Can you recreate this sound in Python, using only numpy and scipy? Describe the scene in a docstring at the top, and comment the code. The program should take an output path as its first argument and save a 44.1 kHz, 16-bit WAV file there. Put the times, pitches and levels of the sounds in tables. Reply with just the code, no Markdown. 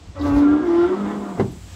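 """Lifting a creaky car bonnet

Outdoors, the microphone close to a steel bonnet. Its dry hinges stick and slip in three overlapping
groans, with thin squeaks and a gritty rub that rings the panel, until the bonnet thumps against its stop
and shudders. Springs scrape, the linkage ticks; handling rumble and a faint outdoor hiss lie beneath."""
import sys
import numpy as np
from scipy import signal
from scipy.fft import rfft, irfft, next_fast_len
from scipy.io import wavfile
from scipy.ndimage import map_coordinates

SR = 44100
rng = np.random.default_rng(int(sys.argv[2]) if len(sys.argv) > 2 else 0)


def to_wav(s):
    """Save 16-bit WAV."""
    ch = np.atleast_2d(s).T  # columns
    pcm = np.round(np.clip(ch, -1, 1) * 32767)  # PCM
    wavfile.write(sys.argv[1], SR, pcm.astype(np.int16))


N = 77175

# handling rumble, outdoor hiss and the top treble of that hiss: t/s, level/dB
RUMBLE = [(0, -48), (.05, -40), (.095, -29), (.135, -49), (.19, -34), (.31, -26), (.375, -21), (.42, -47),
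          (.47, -41), (.51, -30), (.66, -42.5), (.8, -45.5), (.86, -30), (.92, -53), (1.01, -58),
          (1.06, -37), (1.13, -50), (1.18, -39), (1.28, -59), (1.5, -37.5), (1.62, -41.5), (1.68, -37),
          (1.75, -39.5)]
AIR = [(0, -50), (.6, -51), (1.1, -49.5), (1.52, -47.5), (1.62, -48.5), (1.75, -43.5)]
FIZZ = [(0, -97), (.6, -71), (1.1, -58.5), (1.75, -54.5)]
# their spectra: f/Hz, relative level/dB
RUMBLE_COLOUR = [(20, -41.5), (40, -9), (58, 1.5), (90, -3), (125, -11.5), (190, -21), (300, -39.5),
                 (900, -69.5)]
AIR_COLOUR = [(100, 11), (300, 7), (600, 2), (1500, -4), (3500, -3.5), (6200, -7), (7900, -7.5),
              (9100, -22), (15500, -38)]
FIZZ_COLOUR = [(5000, -8), (7800, 11), (9000, -2), (9800, 0), (11000, -7), (13000, -4.5), (15500, -7.5)]
# linkage ticks: t/s, level/dB, centre f/Hz, t60/s
TICKS = [(0.188, -44, 4550, 0.11), (.209, -35, 3870, 0.067), (.962, -49, 4000, 0.12),
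         (1.515, -47, 10970, 0.055)]
# short thin squeaks, the first two being overtones as the first hinge groan starts:
# middle t/s, length/s, f/Hz, level/dB
SQUEAKS = [(0.189, 0.12, 554.5, -37.5), (0.198, 0.067, 1108, -47), (0.21, 0.093, 1953, -47.5),
           (.35, .14, 2450, -53.5), (0.5, 0.083, 1615, -39.5), (0.615, 0.23, 1633, -43),
           (0.758, 0.11, 2055, -54), (1.104, 0.076, 1744, -44.5), (1.129, 0.096, 1930, -48.5),
           (0.368, 0.11, 9680, -62.5), (.38, .11, 12000, -71), (.69, .12, 5740, -60)]
# bright scraping as the springs take up the load: t/s, level/dB
SCRAPE = [(.18, -73), (.22, -51.5), (.28, -46.5), (.325, -54), (.385, -45.5), (.45, -63.5), (.61, -78),
          (.655, -57.5), (.72, -60), (.95, -70.5)]
# its spectrum: f/Hz, relative level/dB
SCRAPE_COLOUR = [(1500, -5), (4200, 8), (7500, 0), (9000, -8.5), (9700, -5.5), (10800, -8.5), (12200, -8),
                 (15500, -11)]
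# a thin metallic whine that sinks as the second groan ends: t/s, f/Hz, level/dB
WHINE = [(.42, 1370, -48), (.465, 1376, -32.5), (.56, 1379, -42), (.69, 1387, -51), (.77, 1370, -51),
         (.835, 1385, -34), (.92, 1343, -45), (1.02, 1275, -40)]
# the boom of the flexing bonnet: t/s, f/Hz, level/dB
FLEX = [(.15, 89, -41), (.19, 87.3, -32), (.26, 79.6, -33.5), (.3, 83.4, -22.5), (.335, 96, -30.5),
        (.41, 95.7, -33)]
# dry rubbing in the hinges: t/s, level/dB, gain of the bright part/dB
RUB = [(.14, -53, -19), (.157, -44.5, 8.5), (.21, -32.5, -6), (.25, -32, 2), (.37, -27, -2.5),
       (.43, -27, 1.5), (.6, -30, -2.5), (.72, -31.5, 1), (.84, -32, 6.5), (.97, -31.5, 1.5),
       (1.13, -29, 0.5), (1.19, -34, -2), (1.28, -31.5, -2.5), (1.38, -34, -5.5), (1.42, -63, 13)]
# its spectrum before the panel shapes it: f/Hz, relative level/dB
RUB_COLOUR = [(60, -33), (150, -12.5), (260, 6), (400, -4), (520, -7), (800, -8), (1200, -9.5),
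              (1700, -18.5), (2600, -26.5), (5000, -39.5), (8500, -48.5), (15500, -75.5)]
# peaks and a dip in the panel's response: f/Hz, width/Hz, gain/dB
PANEL = [(218, 17, -9.5), (437, 140, 4), (709, 7.1, 9), (964, 33, 5), (1030, 20, 2.5), (1490, 68, 1),
         (1970, 31, 8.5), (3450, 460, 7.5)]
# blows on the stop, a firm hit among lighter ones: t/s, level/dB, clank relative to the low ring/dB
BLOWS = [(1.38, -32, 4), (1.387, -26.5, 0.5), (1.396, -11.5, 0.5), (1.404, -21, 7.5), (1.412, -23, -0.5),
         (1.444, -26, -12), (1.457, -29, -21)]
# low modes of the whole bonnet, bright modes of the stop and hinge arms: f/Hz, relative level/dB, t60/s
BONNET_MODES = [(105.2, -13, 0.49), (123.8, -10.5, 0.35), (190.6, -6, 0.43), (216.2, -9, 0.37),
                (330, -7, 0.075), (389, -2, 0.071), (401, -0.5, 0.097)]
CLANK_MODES = [(801, -12, .1), (1167, -32, .08), (1563, -26, 0.063), (2032, -17, 0.042), (2760, -28, 0.037),
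               (4050, -35, .06)]
# spectra of a blow's crunch and of the sheet's loose shudder after it: f/Hz, relative level/dB
CRUNCH_COLOUR = [(60, -15), (170, 9), (400, 1.5), (600, -4.5), (1000, -9), (2000, -22.5), (4000, -34.5),
                 (9000, -45), (15500, -64)]
SHUDDER_COLOUR = [(70, -27), (180, -1.5), (420, -1), (540, -16.5), (830, -13.5), (1300, -31), (4000, -65)]
# the hinge groans: t/s, slip rate f/Hz, hum level/dB, rasp level/dB
FIRST_GROAN = [(.148, 288.1, -44, -32.5), (.18, 289.7, -40, -24), (.21, 288.3, -22.5, -33),
               (.26, 289.6, -20.5, -14), (.31, 281.1, -18, -15.5), (.38, 288, -13.5, -12.5),
               (.46, 288.3, -11.5, -25.5), (.55, 298.1, -14, -21.5), (.63, 303.7, -25, -27),
               (.67, 300.1, -32, -30.5), (.84, 305.4, -42, -45.5)]
SECOND_GROAN = [(.44, 391.1, -40.5, -52), (.51, 381.3, -30.5, -26.5), (.62, 365.7, -30, -28),
                (.655, 354, -22, -25.5), (.69, 341, -17, -17.5), (.73, 339.8, -16, -18.5),
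                (.79, 343.2, -13.5, -12), (.858, 349, -14.5, -16), (.888, 375.2, -29, -25),
                (.908, 367.7, -19.5, -25), (.942, 370.3, -17.5, -17.5), (.97, 363, -43, -28)]
THIRD_GROAN = [(.85, 195, -53, -56), (.9, 198.4, -35, -16.5), (.97, 201.1, -31, -27),
               (1.04, 202.2, -21.5, -21.5), (1.12, 207.7, -29.5, -22.5), (1.2, 203.1, -27, -24.5),
               (1.26, 204.7, -33.5, -24.5), (1.31, 196, -30, -26), (1.37, 172, -34, -53)]
# their rasp partials: multiple of the slip rate, relative level/dB
# (half multiples come from strong and weak slips alternating)
FIRST_RASP = [(1.5, -29.5), (2, -18), (2.5, -30), (3, -25.5), (3.5, -31.5), (4, -21), (4.5, -29.5),
              (5, -38.5), (5.5, -35), (6.5, -38.5), (7, -39.5), (7.5, -45.5), (8.5, -41.5), (9.5, -41)]
SECOND_RASP = [(.5, -30.5), (1.5, -37.5), (2, -21), (2.5, -24.5), (3, -24), (3.5, -31.5), (4, -35),
               (5, -40.5), (5.5, -40), (6, -40.5)]
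THIRD_RASP = [(1.5, -15), (2, -19), (3, -23.5), (4, -29.5), (5, -23.5), (6, -25), (7, -42)]


def amp(db):
    """Decibels to gain."""
    return 10 ** (np.asarray(db) / 20)


def unit(x):
    """Scaled to rms 1."""
    return x / np.sqrt(np.mean(x ** 2) + 1e-20)


def along(points, hz):
    """A spectrum's level at hz, read on a log frequency axis."""
    freqs, levels = np.transpose(points)
    return np.interp(np.log(hz + 1), np.log(freqs + 1), levels)


def curves(rows):
    """One value per sample for each column after the time."""
    times, *columns = np.transpose(rows)
    return [np.interp(np.arange(N) / SR, times, column) for column in columns]


def since(s):
    """Seconds elapsed since s, zero before."""
    return np.maximum(np.arange(N) / SR - s, 0)


def gate(rows, fade_s=0.014):
    """Fades in at the first row's time and out at the last one's."""
    return np.clip(since(rows[0][0]) / fade_s, 0, 1) * np.clip(1 - since(rows[-1][0]) / fade_s, 0, 1)


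def wobble(rate):
    """A smooth random curve, rate knots a second."""
    return map_coordinates(rng.standard_normal(4096), [np.arange(N) * rate / SR], mode="wrap")


def filtered(x, response):
    """x shaped by a gain that depends on frequency."""
    size = next_fast_len(N + SR // 2)
    return irfft(rfft(x, size) * response(np.fft.rfftfreq(size, 1 / SR)), size)[:N]


def noise(colour):
    """Coloured noise of rms 1."""
    return unit(filtered(rng.standard_normal(N), lambda hz: amp(along(colour, hz))))


def ringing(x, t60):
    """x spread into a dense ring that dies in t60 seconds."""
    t = np.arange(SR // 4) / SR
    tail = rng.standard_normal(len(t)) * amp(-60 * t / t60)
    return signal.fftconvolve(x, tail / np.linalg.norm(tail))[:N]


def background():
    """Handling rumble, and open-air hiss around the car that grows brighter."""
    layers = [(RUMBLE, RUMBLE_COLOUR), (AIR, AIR_COLOUR), (FIZZ, FIZZ_COLOUR)]
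    return sum(amp(curves(level)[0]) * noise(colour) for level, colour in layers)


def engine_bay(x, echo_db=-13):
    """The direct sound plus a short, dense echo between bonnet and engine."""
    return x + amp(echo_db) * ringing(x, t60=0.04)


def linkage_ticks(width_octaves=0.25, rise_s=0.006):
    """Short bright snaps in the linkage, each a dying band of noise."""
    out = np.zeros(N)
    for s, db, centre, t60 in TICKS:
        t = since(s)
        snap = filtered(rng.standard_normal(N),
                        lambda hz: np.exp(-(np.log2((hz + 1) / centre) / width_octaves) ** 2 / 2))
        out += (1 - np.exp(-t / rise_s)) * amp(db - 60 * t / t60) * unit(snap)
    return out


def squeaks(rough_rad=0.28):
    """Each squeak swells and fades on one unsteady pitch."""
    t = since(0)
    out = np.zeros(N)
    for middle, length, hz, db in SQUEAKS:
        swell = np.cos(np.pi * np.clip((t - middle) / length, -.5, .5)) ** 2
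        out += np.sqrt(2) * amp(db) * swell * np.sin(2 * np.pi * hz * t + rough_rad * wobble(110))
    return out


def spring_scrape():
    """Bright friction noise as the springs take up the load."""
    return amp(curves(SCRAPE)[0]) * noise(SCRAPE_COLOUR)


def resonance(rows, rough_rad, wobble_hz, flutter_db):
    """One unsteady resonance kept ringing by the motion."""
    hz, db = curves(rows)
    phase = 2 * np.pi * np.cumsum(hz) / SR + rough_rad * wobble(wobble_hz)
    return np.sqrt(2) * gate(rows) * amp(db + flutter_db * wobble(wobble_hz)) * np.sin(phase)


def hinge_rub(slips_per_s=9000, scatter_db=2.5, bright_hz=1470, judder_db=1.2):
    """Uneven micro-slips in the dry hinges ring the panel's many modes."""
    def colour(hz):
        panel_db = sum(db / (1 + (2 * (hz - centre) / width) ** 2) for centre, width, db in PANEL)
        return amp(along(RUB_COLOUR, hz) + panel_db)

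    level_db, bright_db = curves(RUB)
    slips = (rng.random(N) < slips_per_s / SR) * rng.choice([-1, 1], N)
    strength = amp(scatter_db * rng.standard_normal(N))
    grit = unit(filtered(slips * strength, colour))
    dull = filtered(grit, lambda hz: 1 / (1 + (hz / bright_hz) ** 4))
    treble = grit - dull
    bright = (treble + ringing(treble, t60=0.18)) / np.sqrt(2)  # the panel's dense upper modes
    return amp(level_db + judder_db * wobble(60)) * (dull + amp(bright_db) * bright)


def struck(modes, t, scatter_db=1, loose_rad_per_s=14):
    """Struck steel: modes that ring out and gradually lose their pitch."""
    out = np.zeros(N)
    for hz, db, t60 in modes:
        decay = amp(db + scatter_db * rng.standard_normal() - 60 * t / t60)
        out += decay * np.sin(2 * np.pi * hz * t + loose_rad_per_s * t * wobble(50))
    return out


def bonnet_thump(attack_s=0.0011, crunch_db=-5, crunch_t60=0.12, shudder_db=-13, shudder_t60=0.39):
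    """The bonnet meets its stop in quick blows: each a crunching clank, a low ring and a shudder."""
    out = np.zeros(N)
    for s, db, clank_db in BLOWS:
        t = since(s)
        clank = struck(CLANK_MODES, t) + amp(crunch_db - 60 * t / crunch_t60) * noise(CRUNCH_COLOUR)
        shudder = amp(shudder_db - 60 * t / shudder_t60) * noise(SHUDDER_COLOUR)
        low_ring = struck(BONNET_MODES, t)
        out += amp(db) * (1 - np.exp(-t / attack_s)) * (low_ring + amp(clank_db) * clank + shudder)
    return out


def hinge_buzz(overtone_db=-49.5, top_hz=5800, rough_rad=0.79):
    """The sharp edges of the second groan's slips: a comb of high overtones that follows its rasp."""
    hz, _, rasp_db = curves(SECOND_GROAN)
    phase = 2 * np.pi * np.cumsum(hz) / SR
    comb = np.zeros(N)
    for k in range(7, 18):
        overtone = np.sin(k * phase + rough_rad * wobble(110) + rng.uniform(0, 2 * np.pi))
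        comb += overtone * (k * hz < top_hz)
    return np.sqrt(2) * gate(SECOND_GROAN) * amp(rasp_db + overtone_db) * comb


def groan(rows, partials, rough_rad, hum_flutter_db, rasp_flutter_db=3.0):
    """One stick-slip oscillation: its nearly pure hum (complex) and its rougher rasp."""
    hz, hum_db, rasp_db = curves(rows)
    phase = 2 * np.pi * np.cumsum(hz) / SR + rough_rad * wobble(120)
    hum = amp(hum_db + hum_flutter_db * wobble(90)) * np.exp(1j * phase)
    rasp = np.zeros(N)
    for multiple, db in partials:
        gain = amp(rasp_db + db + rasp_flutter_db * wobble(29.98))
        rasp += gain * np.sin(multiple * phase + rng.uniform(0, 2 * np.pi))
    envelope = np.sqrt(2) * gate(rows)
    return envelope * hum, envelope * rasp


def hinge_groans(beat_depth=0.26):
    """Three groans overlap in turn; the first two share a hinge and modulate each other."""
    first, first_rasp = groan(FIRST_GROAN, FIRST_RASP, rough_rad=0.013, hum_flutter_db=-0.24)
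    second, second_rasp = groan(SECOND_GROAN, SECOND_RASP, rough_rad=0.05, hum_flutter_db=0.1)
    third, third_rasp = groan(THIRD_GROAN, THIRD_RASP, rough_rad=0.098, hum_flutter_db=2.0)
    # the beat is deepest where the two hums are equally loud
    beat = 2 * first * np.conj(second) / (abs(first) ** 2 + abs(second) ** 2 + 1e-9)
    sidebands = beat_depth * (first * beat + second * np.conj(beat))
    hum = (first + second + third + sidebands).real
    return hum + first_rasp + second_rasp + third_rasp


def scene():
    """The whole lift from close by, in mono, over the outdoor background."""
    groans = hinge_groans()
    whine = resonance(WHINE, rough_rad=0.7, wobble_hz=71, flutter_db=2.5)
    flex = resonance(FLEX, rough_rad=0.85, wobble_hz=29.5, flutter_db=1.5)
    tones = groans + whine + flex + hinge_buzz() + squeaks()
    clatter = hinge_rub() + spring_scrape() + linkage_ticks() + bonnet_thump()
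    return (tones + engine_bay(clatter) + background())[None]


def record(dry, low_cut_hz=52, top_hz=15720):
    """The microphone drops the deep bass; the recorder keeps nothing above its band limit."""
    thin = signal.sosfilt(signal.butter(2, low_cut_hz, "highpass", fs=SR, output="sos"), dry)
    return np.array([filtered(channel, lambda hz: hz < top_hz) for channel in thin])


dry = scene()
out = record(dry)
to_wav(out)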